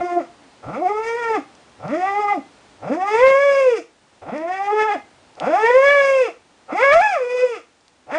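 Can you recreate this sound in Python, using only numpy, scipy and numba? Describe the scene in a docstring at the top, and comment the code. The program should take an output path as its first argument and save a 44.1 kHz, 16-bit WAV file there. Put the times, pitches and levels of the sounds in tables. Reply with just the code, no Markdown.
"""A dog's howl is already sounding close to the microphone in a quiet room; more follow, eight in all.
Slack folds rattle at low pitch, then stretch into a sung arch and let go; the eighth is cut off by the end.
The voice is three sine partials plus overtones rung by throat, mouth and muzzle; a whimper is almost a sine.
Lip clicks are short rings with noise, and noise bursts crackle in the fourth and seventh howls.
Near surfaces and walls answer at once over uneven room noise and hiss; the microphone rounds off big swings."""
import sys
import numpy as np
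from scipy import signal
from scipy.fft import rfft, irfft
from scipy.io import wavfile
from scipy.ndimage import uniform_filter1d
from numba import njit

SR = 44100
rng = np.random.default_rng(int(sys.argv[2]) if len(sys.argv) > 2 else 0)


def materialize(psi):
    """Save the field psi as 16-bit PCM at rate SR to the path in sys.argv[1].

    A 1-D psi becomes a single channel; in a 2-D psi each row is a channel.
    """
    bounded = np.clip(np.atleast_2d(psi).T, -1, 1)
    quanta = np.round(bounded * 32767).astype(np.int16)
    wavfile.write(sys.argv[1], SR, quanta)


N = 360738

# The howls in order. Each row: start in seconds, extra level of the opening rattle in dB, mouth resonance
# at the start in Hz, at the end in Hz, then trims of bass, narrow middle band and treble in dB.
HOWLS = [(-.15, 0, 2040, 1950, 2, 5.5, 1.5), (.615, 2.5, 2274, 1815, 5, 4.5, 1),
         (1.78, 0, 1834, 2074, 2.5, 1, 0), (2.785, 2.5, 1530, 2780, 0, -2, 2),
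         (4.211, 6, 1935, 1740, -2.5, -3.5, -3), (5.365, 0.5, 1380, 2770, -4, -3.5, 1.5),
         (6.675, 8.5, 2043, 2773, -5.5, 3.5, 0), (8.059, -1, 1737, 1743, 0.5, -6, -1)]
# The sung arch of each howl, one list per howl. Each row: time in seconds, pitch in Hz,
# level in dB before the path gain, slope of the harmonics in dB per octave.
ARCHES = [
    [(0.0, 342, -7, -17), (0.014, 352.7, -6, -21.5), (0.181, 352.1, -3.5, -21), (0.21, 272, -13, -18.5)],
    [(0.78, 281.7, -7.5, -19), (0.823, 371.6, -6.5, -22), (0.858, 360, -5, -21.5), (0.887, 409.5, -4, -21),
     (1.051, 452, -17.5, -13.5), (1.186, 479.5, -21, -7.5), (1.342, 430.3, -13, -12),
     (1.364, 383.6, -3.5, -17.5), (1.378, 301, -9.5, -24)],
    [(1.93, 300, 0, -21.5), (1.966, 349.5, -8, -21), (2.073, 392, -14.0, -11), (2.208, 418.6, -11.5, -13.5),
     (2.322, 403.8, -14, -9.5), (2.358, 345, -10.5, -23), (2.372, 290.3, -7.5, -24.5)],
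    [(2.915, 271, -1.5, -20.5), (2.972, 361, -9.5, -21.5), (2.993, 368.4, -10.5, -15.5),
     (3.162, 454.6, -10, -12), (3.233, 523.7, -6.5, -9), (3.431, 565.2, -11.5, -10.5),
     (3.6, 544.7, -9.5, -12), (3.721, 471, -6, -17), (3.77, 385, -9.5, -20.5)],
    [(4.355, 295.8, -8.0, -19), (4.518, 373.4, -14, -15.5), (4.738, 424, -7, -15.5),
     (4.866, 433.2, -9, -12.5), (4.908, 401.5, -8, -14.5), (4.93, 421.4, -11.0, -14),
     (4.958, 280.4, -8, -22)],
    [(5.49, 295, -4.5, -17), (5.583, 421, -9.5, -13.5), (5.647, 458.4, -11.5, -7.5),
     (5.753, 517.7, -6.5, -12.5), (5.896, 573, -14, -4), (6.131, 540.7, -9.5, -12.0),
     (6.209, 512, -9, -13.0), (6.266, 434, -14.5, -13), (6.28, 349.8, -10.5, -17.5)],
    [(6.735, 332.7, -12, -16.5), (6.771, 404.5, -15, -11.5), (6.835, 555.8, -13, -5),
     (6.899, 557, -14.5, -3.5), (6.941, 659.4, -8.5, -15), (6.991, 702, -12, -12.5),
     (7.027, 874, -10, -12.5), (7.105, 805, -14.5, -11), (7.183, 527, -18, -13.0),
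     (7.233, 484.8, -15.5, -14.5), (7.425, 504.4, -12.5, -12), (7.489, 481, -13, -18.0),
     (7.532, 448, -16.5, -14.5), (7.56, 386.6, -12.5, -18)],
    [(8.125, 275, -8.5, -16.5), (8.165, 332, -13, -10.5)],
]


def undb(db):
    """Decibels to gain."""
    return 10 ** (np.asarray(db) / 20)


def curves(table):
    """Each column of a table, joined by straight lines in time."""
    seconds, *columns = np.transpose(table)
    t = np.arange(N) / SR
    return [np.interp(t, seconds, column) for column in columns]


def gate(table, fade_s=.008):
    """One while the table lasts, with soft edges."""
    t = np.arange(N) / SR
    sounding = (t >= table[0][0]) & (t <= table[-1][0] + fade_s)
    return uniform_filter1d(1. * sounding, int(fade_s * SR) + 1)


def unit(x):
    """Scale to rms 1."""
    return x / np.sqrt(np.mean(x ** 2))


def walk(rate):
    """Smooth chance that changes about rate times a second; rms 1."""
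    hold = max(int(SR / rate), 2)
    steps = rng.standard_normal(N)[:N // hold + 1]
    return unit(uniform_filter1d(np.repeat(steps, hold), hold)[:N])


def colour(x, points, size=2048):
    """Causal filter through (Hz, dB) points, built from the cepstrum of the log gain."""
    hz, db = np.transpose(points)
    bins_hz = np.maximum(np.arange(size // 2 + 1) * SR / size, 1)
    gain = undb(np.interp(np.log(bins_hz), np.log(hz), db))
    cepstrum = irfft(np.log(gain))
    # fold the cepstrum forward in time for minimum phase
    cepstrum[1:size // 2] *= 2
    cepstrum[size // 2 + 1:] = 0
    response = irfft(np.exp(rfft(cepstrum)))
    return signal.fftconvolve(x, response)[:len(x)]


def dog(creak_hz=235, wobble=.005, flutter_db=3.5, strain_hz=490):
    """Slack folds rattle unevenly at low pitch; stretched folds sing an almost clean tone."""
    clear_jitter, creak_jitter = .0024, .02
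    clear_rasp_db, creak_rasp_db, creak_shimmer_db = -14.5, -20, 2.2
    pitch, gains = larynx()
    slack = 1 / (1 + (pitch / creak_hz) ** 8)
    ease = 1 / (1 + (pitch / strain_hz) ** 20)  # full strain steadies the tone
    jitter = (clear_jitter * (1 + ease) + creak_jitter * slack) * walk(300)
    jitter += wobble * walk(55)
    phase = 2 * np.pi * np.cumsum(pitch * (1 + jitter)) / SR
    rasp = undb(clear_rasp_db + (creak_rasp_db - clear_rasp_db) * slack)
    partials = [np.sqrt(2) * np.sin(k * phase) for k in range(1, 4)]
    partials.append(undb(-2.5) * bite(overtones(phase, pitch, rasp, slack), gains[-1]))
    # each partial flutters on its own, then the whole voice shimmers
    flutter = flutter_db * (.2 + .8 * ease)
    voice = sum(gain * partial * undb(flutter * walk(45)) for gain, partial in zip(gains, partials))
    return voice * undb(-2.13 + (0.66 + creak_shimmer_db * slack) * walk(220))


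def larynx(count=16):
    """Pitch of all howls in a row, and gains of the first three harmonics and of the overtones above them."""
    lips_close_hz, lips_span_hz = 2140, 400
    nasal_hz, nasal_width_hz, nasal_db = 852, 217, -15.5
    pitch, gain, brightness = np.full(N, 100.), np.zeros(N), np.zeros(N)
    for (start, rattle_db, *_), arch in zip(HOWLS, ARCHES):
        hz, level, slope, sounding = howl(start, rattle_db, arch)
        on = sounding > 1e-6
        pitch[on] = hz[on]
        brightness[on] = slope[on]
        gain[on] = sounding[on] * undb(level[on])
    # as the lips close, the mouth resonance rises and the nose hollows out the low harmonics
    closed = np.clip((mouth_resonance() - lips_close_hz) / lips_span_hz, 0, 1)

    def nasal(hz):
        """The nose takes a hollow out of the low harmonics."""
        return undb(nasal_db * closed * np.exp(-((hz - nasal_hz) / nasal_width_hz) ** 2))

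    paths = [carry(k * pitch) * nasal(k * pitch) for k in (1, 2, 3)]
    # harmonics 4 to count add up in power at every pitch
    scale_hz = np.arange(50., 1000)
    upper_gain = np.sqrt(sum(carry(k * scale_hz) ** 2 for k in range(4, count + 1)))
    paths.append(np.interp(pitch, scale_hz, upper_gain))
    return pitch, [gain * path * undb(brightness * np.log2(k)) for k, path in enumerate(paths, 1)]


def howl(start, rattle_db, arch):
    """Folds speed up from a rattle into the sung arch, then let go: pitch, level, brightness and gate."""
    rattle_hz, rattle_bend, attack_s, attack_db = 88.06, 1.4, 0.043, 15
    drop_hz, release_s, release_db = 228, .055, 28
    t = np.arange(N) / SR
    pitch, level, brightness = curves(arch)
    sung, end = arch[0][0], arch[-1][0]
    climb = np.clip((t - start) / (sung - start), 0, 1)
    attack = np.clip((t - start) / attack_s, 0, 1)
    drop = np.clip((t - end) / release_s, 0, 1)
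    pitch = rattle_hz + (pitch - rattle_hz) * climb ** rattle_bend
    pitch += (drop_hz - pitch) * drop
    level += rattle_db * (1 - climb ** 2)
    level -= attack_db * (1 - attack) + release_db * drop
    return pitch, level, brightness, gate([(start,), (end + release_s,)])


def carry(hz):
    """Peaks and hollows on the way to the microphone, through which each harmonic glides, as gain."""
    # Each row: frequency in Hz, gain in dB.
    path_points = [(90, -42.5), (200, -32), (280, -19), (320, -19), (390, -24), (460, -5.5), (540, 0),
                   (640, 3), (730, 7.5), (980, 0.5), (1110, 0.5), (1260, 7), (1480, -6.5), (1600, -4),
                   (1700, 5.5), (1900, 3), (2270, 5), (3400, 1.5), (7000, -39.5)]
    points_hz, db = np.transpose(path_points)
    return undb(np.interp(np.log(hz), np.log(points_hz), db))


def overtones(phase, pitch, rasp, slack, soft_db=-6, mouth_width_hz=190, mouth_db=8):
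    """Fold closures and a puff of turbulence each cycle ring throat and mouth; levelled to about rms 1."""
    # The throat as it colours the overtones. Each row: frequency in Hz, gain in dB.
    throat = [(350, 0), (750, 7), (1000, -6.5), (1350, -0.5), (1580, -16), (2000, -11), (2330, -11),
              (3000, -27.5), (3550, -20.5), (4150, -19), (4800, -35.5), (6300, -32), (8000, -41),
              (10000, -46.5)]
    # Narrow resonances of muzzle and nose. Each row: centre in Hz, width in Hz, level of the added ring in dB.
    muzzle_rings = [(2642, 110, 2.5), (5080, 360, -4.5)]
    # a pulse train of equal harmonics, less the first three
    highest = np.floor(SR / 3 / pitch)
    half = (phase % (2 * np.pi)) / 2 + 1e-9
    closures = np.sin((2 * highest + 1) * half) / (2 * np.sin(half)) - .5
    closures -= sum(np.cos(k * phase) for k in range(1, 4))
    puffs = (1 + 1.2 * np.cos(phase)) * rng.standard_normal(N)
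    puffs = colour(puffs, [(200, -16), (800, -10), (2200, -2), (4000, 6), (8000, 11)])
    source = closures / np.sqrt(highest / 2) + rasp * puffs
    # slack folds close softly and sound dull
    dull = colour(source, [(1400, 0.0055), (1900, soft_db), (8000, soft_db)])
    source = (1 - slack) * source + slack * dull
    sound = colour(source, throat)
    mouth = undb(mouth_db) * (1 - slack) * resonance(sound, mouth_resonance(), float(mouth_width_hz))
    muzzle = sum(undb(db) * signal.lfilter(*signal.iirpeak(hz, hz / width, fs=SR), sound)
                 for hz, width, db in muzzle_rings)
    # the nasal side branch carves a hollow under a bright band
    nasal_branch = [(3400, 0), (3800, -15), (4300, -13), (4850, 5), (5800, 1)]
    sound = colour(sound + mouth + muzzle, nasal_branch)
    power = uniform_filter1d(uniform_filter1d(sound ** 2, size=600), size=600)
    return sound / np.sqrt(power + 1e-12)


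def mouth_resonance():
    """Jaw and lips glide the mouth resonance evenly through each howl, in Hz."""
    glide = []
    for (start, _, from_hz, to_hz, *_), arch in zip(HOWLS, ARCHES):
        glide += [(start, from_hz), (arch[-1][0], to_hz)]
    return curves(glide)[0]


@njit
def resonance(x, hz, width):
    """State-variable band-pass with a moving centre, gain 1 there."""
    y, band, low = np.empty(len(x)), 0., 0.
    for i in range(len(x)):
        g, damping = np.tan(np.pi * hz[i] / SR), width / hz[i]
        v = (band + g * (x[i] - low)) / (1 + g * (g + damping))
        band = 2 * v - band
        low = low + 2 * g * v
        y[i] = damping * v
    return y


def bite(x, gain, flutter_db=0.8, range_db=7, inertia_s=.12):
    """The top of the voice flutters, and swells less and more slowly than the overtones below it."""
    lag, pivot_db = 0.39, -30  # dB lost per dB that the slow overtone level rises above the pivot
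    db, = curves([(s, treble_db) for (start, *_, treble_db), arch in zip(HOWLS, ARCHES)
                  for s in (start, arch[-1][0])])
    overtone_db = 20 * np.log10(gain + 1e-9)
    slow_gain = np.abs(uniform_filter1d(gain, int(inertia_s * SR) + 1))
    steady_db = 20 * np.log10(slow_gain + 1e-9)
    db += np.clip(steady_db - overtone_db - lag * (steady_db - pivot_db), -range_db, range_db)
    treble = signal.sosfiltfilt(signal.butter(6, 4400, "high", fs=SR, output="sos"), x)
    return x + (undb(db + flutter_db * walk(36)) - 1) * treble


def stance(x, bass_hz=285, middle_hz=(1130, 1400), release_s=.055):
    """Each howl has its own share of bass and middle band, as the dog holds its head differently."""
    bass_db, middle_db = curves([(s, bass, middle)
                                 for (start, *_, bass, middle, _), arch in zip(HOWLS, ARCHES)
                                 for s in (start, arch[-1][0] + release_s)])
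    bass = signal.sosfiltfilt(signal.butter(4, bass_hz, fs=SR, output="sos"), x)
    middle = signal.sosfiltfilt(signal.butter(2, middle_hz, "band", fs=SR, output="sos"), x)
    return x + (undb(bass_db) - 1) * bass + (undb(middle_db) - 1) * middle


def whimper():
    """A thin, nearly pure tone through the nose: one sine with an unsteady pitch."""
    # Faint closed-mouth whimper after the first howl. Each row: time in seconds, pitch in Hz, rms level in dB.
    whimper_path = [(.26, 303.4, -69), (.35, 298, -65), (.42, 285, -55), (.48, 253.7, -52),
                    (.53, 243.7, -88)]
    pitch, db = curves(whimper_path)
    phase = 2 * np.pi * np.cumsum(pitch * (1 + 0.021 * walk(66))) / SR
    return gate(whimper_path) * undb(db) * np.sqrt(2) * np.sin(phase)


def lips(ring_s=0.0002, spray_s=0.0027, spray_db=-11):
    """Wet lips part: a tiny cavity rings very briefly with a spray of noise."""
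    # Lip and tongue clicks. Each row: start in seconds, peak before the band filter in dB, ring in Hz.
    click_list = [(1.552, -33.5, 5865), (1.881, -27.5, 5000), (4.38, -29.5, 5485), (5.354, -33.5, 5170),
                  (5.376, -60, 3958), (5.4, -13, 3200), (7.81, -43, 5103), (7.881, -34, 4604)]
    out, t = np.zeros(N), np.arange(600) / SR
    for s, db, hz in click_list:
        click = np.sin(2 * np.pi * hz * t) * np.exp(-t / ring_s)
        spray = np.diff(rng.standard_normal(len(t) + 1)) / 2
        click += undb(spray_db) * spray * np.exp(-t / spray_s)
        start = int(s * SR)
        out[start:start + len(t)] += undb(db) * click / np.abs(click).max()
    return signal.sosfilt(signal.butter(2, [2000, 7000], "band", fs=SR, output="sos"), out)


def crackle():
    """Short rough bursts of broad noise at set moments within two of the howls."""
    # Each row: middle of the burst in seconds, length in seconds, level of its noise in dB.
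    burst_list = [(3.202, 0.037, -35), (3.286, 0.058, -31.5), (6.936, 0.027, -25.5), (7.006, .028, -33)]
    t = np.arange(N) / SR
    bursts = sum(undb(db) * np.exp(-(2 * (t - s) / length) ** 4) for s, length, db in burst_list)
    rough = [(30, -14.0), (100, -3), (700, -1.0), (2500, -1), (4000, -9.0), (10000, -28.0)]
    return bursts * unit(colour(rng.standard_normal(N), rough))


def room(x, t60_s=0.28, build_s=0.0084, scatter_share=0.58):
    """Near surfaces smear each pulse; a short tail and a few standing waves follow."""
    # Short paths over which floor and furniture scatter the sound: delays in seconds.
    scatter_delays = [.0011, .0023, .0037]
    # Standing waves of the room. Each row: frequency in Hz, time to fall 60 dB in seconds, gain in dB.
    standing_waves = [(311, 0.29, -4.5), (709, 0.14, 1.5)]
    t = np.arange(SR // 2) / SR
    hz = np.arange(len(t) // 2 + 1) * SR / len(t)
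    # a chain of all-pass echoes
    paths = np.exp(-2j * np.pi * np.outer(scatter_delays, hz))
    allpass = (paths + scatter_share) / (1 + scatter_share * paths)
    response = irfft(np.prod(allpass, axis=0), len(t))
    tail = rng.standard_normal(len(t)) * np.exp(-np.log(1000) * t / t60_s) * (1 - np.exp(-t / build_s))
    # the muzzle beams its treble away from the microphone, so more of it returns from the walls
    walls = [(250, -11), (560, -14), (850, -11), (1500, -8), (3000, -4), (8000, -2)]
    response += colour(tail / np.sqrt(np.sum(tail ** 2)), walls)
    for mode_hz, ring_s, db in standing_waves:
        decay = np.log(1000) / ring_s
        ring = np.exp(-decay * t) * np.sin(2 * np.pi * mode_hz * t)
        response += undb(db) * 2 * decay / SR * ring
    return signal.fftconvolve(x, response)[:N]


def hush(hiss_db=-63):
    """Coloured room noise that sinks and recovers, over steady microphone hiss."""
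    # Colour of the room noise. Each row: frequency in Hz, relative level in dB.
    hush_colour = [(25, -21.5), (60, -4.5), (170, -5), (270, -0.5), (420, -4), (570, -4), (860, -2.5),
                   (1050, -7), (2000, -11.5), (4000, -15.5), (7000, -22), (10000, -25.5)]
    # Each row: time in seconds, level of the room noise in dB.
    hush_level = [(0, -51), (2.75, -50.5), (3.8, -60), (4.2, -54.5), (5.05, -53), (5.4, -52), (6.35, -56.5),
                  (6.7, -54), (7.6, -59.5), (8.18, -58.5)]
    db, = curves(hush_level)
    hiss_colour = [(300, -12.5), (900, -0.5), (3000, -2), (7000, -5.5), (10000, -10.5)]
    hiss = unit(colour(rng.standard_normal(N), hiss_colour))
    air = unit(colour(rng.standard_normal(N), hush_colour))
    return air * undb(db) + hiss * undb(hiss_db)


def scene(click_room_db=-17):
    """The dog in its room, over the hush; the thin lip clicks arrive almost dry."""
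    clicks = lips()
    in_room = room(stance(dog()) + whimper() + undb(click_room_db) * clicks)
    return (in_room + clicks + crackle() + hush())[None]


def record(dry, low_cut_hz=22, top_hz=9850):
    """The microphone flattens the biggest swings, upward ones sooner; both ends of the band are cut."""
    ceiling, bottom, knee = .54, .72, 8
    limit = np.where(dry > 0, ceiling, bottom)
    clipped = dry / (1 + np.abs(dry / limit) ** knee) ** (1 / knee)
    # the overload is rounded: its buzz fades above the middle range
    buzz = signal.sosfiltfilt(signal.butter(4, 3100, fs=SR, output="sos"), clipped - dry)
    low_cut = signal.sosfilt(signal.butter(1, low_cut_hz, "high", fs=SR, output="sos"), dry + buzz)
    return signal.sosfilt(signal.ellip(10, .2, 70, top_hz, fs=SR, output="sos"), low_cut)


dry = scene()
out = record(dry)
materialize(out)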